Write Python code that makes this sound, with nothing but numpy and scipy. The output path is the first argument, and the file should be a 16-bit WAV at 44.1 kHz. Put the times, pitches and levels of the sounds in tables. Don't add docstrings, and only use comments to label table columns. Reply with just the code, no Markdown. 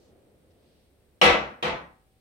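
import sys
import numpy as np
from scipy import signal
from scipy.fft import rfft, irfft, next_fast_len
from scipy.io import wavfile
from scipy.ndimage import uniform_filter1d

SR = 44100
rng = np.random.default_rng(int(sys.argv[2]) if len(sys.argv) > 2 else 0)


def to_wav(sig):
    pcm = np.clip(np.atleast_2d(sig), -1, 1) * 32767
    pcm = np.round(pcm).astype(np.int16)
    wavfile.write(sys.argv[1], SR, pcm.T)


N = 97152
T_S = np.arange(N) / SR
BANDS_HZ = 25 * 2 ** (np.arange(29) / 3)
SIDES = np.array([[1], [-1]])

# t/s, level/dB, wash tilt/(dB/octave above 700 Hz), thud gain/dB, wash length/factor,
# crack gain/dB, clink gain/dB
KNOCK_EVENTS = [(1.2142, 0, 1.5, 3, 0.99, 0, 0), (1.6254, -9.5, 0, 2, 0.86, 1.5, -16)]
# f/Hz, first knock/dB, second knock/dB
GLASS_MODES = [(136.4, -41.5, -35), (168.1, -32, -30), (209.9, -30.5, -30.5), (363.7, -30.5, -30.5),
               (484.9, -20, -23.5), (517, -24.5, -27), (726.4, -30.5, -40.5), (787, -25, -48),
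               (881.4, -24.5, -28.5), (1020, -39, -26.5), (1152, -23, -30.5), (1286.5, -25.5, -27.5),
               (1523, -33, -31.5), (1655, -31.5, -37.5)]
# f/Hz, first knock/dB, second knock/dB
CERAMIC_MODES = [(1893, -31, -29), (2009, -20.5, -31.5), (2264, -26, -33.5), (2370, -35, -32),
                 (2590, -28, -35), (2673, -25.5, -39.5), (2910, -27, -40), (3200, -30, -38.5),
                 (3406, -30, -38), (3765, -35, -37), (4156, -33.5, -40), (5460, -42.5, -47),
                 (6210, -47, -45.5)]
# f/Hz, level/(dB per third octave), t60/s, left-right likeness/(-1 to 1)
WASH_BANDS = [(113, -48, 0.64, 0.88), (182, -38, 0.4, 0.85), (260, -37, 0.61, 0.7), (420, -27, 0.37, 0.1),
              (520, -26.5, 0.47, 0.8), (794, -25, 0.45, 0), (1600, -28.5, 0.49, -.1), (2200, -23.5, 0.4, 0),
              (2900, -26, 0.38, 0.2), (4124, -30.5, 0.36, 0), (6300, -43, 0.37, 0), (9970, -48, 0.21, 0.5),
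              (15000, -69.5, 0.33, 0.05)]
# f/Hz, level/(dB per third octave)
CRACK_BANDS = [(200, -41), (450, -30), (750, -19), (1000, -33.5), (1600, -38.5), (3000, -16), (4500, -35),
               (5500, -37), (8000, -46), (12000, -45.5), (15000, -64.5)]
# f/Hz, level/dB, t60/s
CLINK_LINES = [(720, -15.5, 0.069), (1977, -22, .06), (2856, -12, 0.045), (5436, -23.5, .06),
               (6160, -33, 0.062)]
# delay/s, f/Hz, level/dB, length/s
THUD_SWELLS = [(.02, 74, -35, .11), (0.078, 44.7, -41, 0.075), (.12, 65.7, -49.5, .19)]
# t/s, length/s, centre f/Hz, level/dB
SLEEVE_RUSTLES = [(-.08, .22, 4860, -72), (.5, 0.027, 3800, -72.5), (0.528, 0.41, 3800, -74)]
# f/Hz, level/(dB per third octave)
ROOM_BANDS = [(25, -86.5), (45, -79.5), (70, -71.5), (110, -76.5), (220, -77), (520, -74), (700, -81),
              (1000, -86.5), (2500, -84), (4000, -84), (6500, -89), (8500, -86.5), (10500, -83.5),
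              (15000, -84)]
# t/s, level/dB
ROOM_MIDS_DRIFT = [(0, 7.5), (.15, 8.5), (.4, 4), (.65, 4), (.9, 0.5), (1.2, 1), (2.2, -4.5)]

HOLD_1K_S, HOLD_12K_S = 0.1, 0.032
RISE_S, RISE_CYCLES = 0.015, 1.9
RIPPLE_DB, RIPPLE_WIDTH_HZ, RIPPLE_WIDTH_SHARE = 3.5, 30, 0.0092
CONTACT_RISE_S, CRACK_T60_S = 0.0013, 0.08

MODE_HOLD_S, MODE_T60_SHARE, MODE_SPREAD_HZ = 0.071, 0.94, 850
SCATTER_DEPTH, SCATTER_HZ, SCATTER_HZ_PER_HZ = 0.75, 21.7, 0.008

AFTER_RING_HZ, AFTER_RING_DB, AFTER_RING_T60_S = 764, -51, 1.1
AFTER_RING_WAVER_HZ, AFTER_RING_WAVER_DEPTH = 9.6, 0.5
THUD_PHASE_RAD = 0.2
LEFT_OVER_RIGHT_DB = 1.07

RUSTLE_WIDTH_SHARE = 0.81
HISS_HZ, HISS_WIDTH_HZ, HISS_DB = 8520, 840, -83
ROOM_MIDS_HZ, ROOM_MIDS_WIDTH_OCT = 450, 1.8
FLICKER_DB, FLICKER_HZ = 0.5, 32
BASS_LIKENESS = 0.85
TOP_HZ = 15850


def amp(db):
    return 10 ** (np.asarray(db) / 20)


def at(table, hz, axis=1):
    rows = np.array(table, float)
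    return np.interp(np.log(hz), np.log(rows[:, 0]), rows[:, axis])


def envelope(age_s, rise_s, hold_s, t60_s):
    fading_s = (age_s ** 3 + abs(hold_s) ** 3) ** (1 / 3) - abs(hold_s)
    return (1 - np.exp(-age_s / rise_s)) * np.exp(-np.log(1000) * fading_s / t60_s)


def shaped_noise(shape, size):
    return irfft(rfft(rng.standard_normal((2, size))) * shape, size)


def band(hz, likeness, count=N, ripple_db=0):
    size = next_fast_len(N)
    freqs_hz = np.fft.rfftfreq(size, 1 / SR)
    octaves = np.log2(np.maximum(freqs_hz, 1) / hz)
    shape = np.cos(np.pi / 2 * np.clip(3 * octaves, -1, 1))
    ripple_width_hz = RIPPLE_WIDTH_HZ + RIPPLE_WIDTH_SHARE * hz
    peaks = np.interp((freqs_hz - hz) / ripple_width_hz, np.arange(-64, 64), rng.standard_normal(128))
    noise = shaped_noise(shape * amp(ripple_db * peaks), size)[:, :count]
    mid, side = noise / noise.std(axis=1, keepdims=True)
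    c = np.clip(likeness, -1, 1)
    return np.sqrt((1 + c) / 2) * mid + np.sqrt((1 - c) / 2) * SIDES * side


def bell_noise(hz, width_hz):
    size = next_fast_len(N)
    offset = (np.fft.rfftfreq(size, 1 / SR) - hz) / width_hz
    noise = shaped_noise(np.exp(-2 * offset ** 2), size)[:, :N]
    return noise / noise.std()


def waver(age_s, rate_hz):
    points = rng.standard_normal((4, 512))
    fine = signal.resample_poly(points, 8, 1, axis=1)
    position = age_s * rate_hz * 8
    v = np.array([np.interp(position, np.arange(fine.shape[1]), row) for row in fine])
    return (v[:2] + 1j * v[2:]) / np.sqrt(2)


def walk(rate_hz):
    k = int(SR / rate_hz)
    steps = np.repeat(rng.standard_normal(N // k + 1), k)
    v = uniform_filter1d(steps, k)[:N]
    return v / v.std()


def wash(age_s, tilt_db, length, crack_db):
    out = 0
    for hz in BANDS_HZ[BANDS_HZ > 90]:
        hold_s = at([(1000, HOLD_1K_S), (12000, HOLD_12K_S)], hz) * length
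        t60_s = at(WASH_BANDS, hz, axis=2) * length
        ring = amp(at(WASH_BANDS, hz)) * envelope(age_s, RISE_S + RISE_CYCLES / hz, hold_s, t60_s)
        crack = amp(at(CRACK_BANDS, hz) + crack_db) * envelope(age_s, CONTACT_RISE_S, 0, CRACK_T60_S)
        tilt = amp(tilt_db * np.log2(max(hz / 700, 1)))
        noise = band(hz, at(WASH_BANDS, hz, axis=3), len(age_s), RIPPLE_DB)
        out = out + noise * np.hypot(ring, crack) * tilt
    return out


def modes(age_s, knock):
    out = 0
    for hz, *db in GLASS_MODES + CERAMIC_MODES:
        apart = min(hz / MODE_SPREAD_HZ, 1) ** 2
        start_rad = 2 * np.pi * rng.random()
        side_rad = np.pi / 4 * apart * rng.choice([-1, 1]) * SIDES
        steady = np.exp(1j * (start_rad + side_rad))
        scatter = waver(age_s, SCATTER_HZ + SCATTER_HZ_PER_HZ * hz)
        scatter = apart * scatter + (1 - apart) * scatter[0]
        t60_s = MODE_T60_SHARE * at(WASH_BANDS, hz, axis=2)
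        shape = envelope(age_s, RISE_CYCLES / hz, MODE_HOLD_S, t60_s)
        ring = shape * (steady + SCATTER_DEPTH * scatter)
        ring = ring * np.sqrt(np.mean(shape ** 2) / np.mean(abs(ring) ** 2))
        out = out + amp(db[knock]) * (ring * np.exp(2j * np.pi * hz * age_s)).imag
    return out


def clink(age_s):
    out = 0
    for hz, db, t60_s in CLINK_LINES:
        line = np.sin(2 * np.pi * (hz * age_s + rng.random((2, 1))))
        out = out + amp(db) * envelope(age_s, CONTACT_RISE_S, 0, t60_s) * line
    return out


def thud(age_s):
    out = 0
    for delay_s, hz, db, length_s in THUD_SWELLS:
        swell = np.sin(np.pi * np.clip((age_s - delay_s) / length_s, 0, 1))
        tone = np.sin(2 * np.pi * (hz * age_s + rng.random()) + THUD_PHASE_RAD * SIDES)
        out = out + amp(db) * swell * tone
    return out


def after_ring():
    age_s = np.maximum(T_S - KNOCK_EVENTS[-1][0], 0)
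    wavering = 1 + AFTER_RING_WAVER_DEPTH * waver(age_s, AFTER_RING_WAVER_HZ)
    line = wavering * np.exp(2j * np.pi * AFTER_RING_HZ * age_s)
    return amp(AFTER_RING_DB) * envelope(age_s, RISE_S, 0, AFTER_RING_T60_S) * line.imag


def sleeve():
    out = 0
    for start_s, length_s, hz, db in SLEEVE_RUSTLES:
        swell = np.sin(np.pi * np.clip((T_S - start_s) / length_s, 0, 1))
        out = out + amp(db) * swell * bell_noise(hz, hz * RUSTLE_WIDTH_SHARE)
    return out


def room_tone():
    out = 0
    mids_db = np.interp(T_S, *np.array(ROOM_MIDS_DRIFT).T)
    for hz in BANDS_HZ:
        share = np.exp(-(np.log2(hz / ROOM_MIDS_HZ) / ROOM_MIDS_WIDTH_OCT) ** 2)
        db = at(ROOM_BANDS, hz) + share * (mids_db + FLICKER_DB * walk(FLICKER_HZ))
        out = out + amp(db) * band(hz, BASS_LIKENESS / (1 + (hz / 700) ** 2))
    return out


def hiss():
    return amp(HISS_DB) * bell_noise(HISS_HZ, HISS_WIDTH_HZ)


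def scene():
    out = room_tone() + hiss() + sleeve() + after_ring()
    balance = amp(LEFT_OVER_RIGHT_DB / 2 * SIDES)
    for knock, (start_s, db, tilt_db, thud_db, length, crack_db, clink_db) in enumerate(KNOCK_EVENTS):
        first = int(start_s * SR)
        age_s = T_S[:N - first]
        sound = wash(age_s, tilt_db, length, crack_db) + modes(age_s, knock)
        sound = sound + amp(thud_db) * thud(age_s) + amp(clink_db) * clink(age_s)
        out[:, first:] += amp(db) * sound * balance
    return out


def record(dry):
    return signal.sosfilt(signal.ellip(10, .2, 80, TOP_HZ, fs=SR, output="sos"), dry)


dry = scene()
out = record(dry)
to_wav(out)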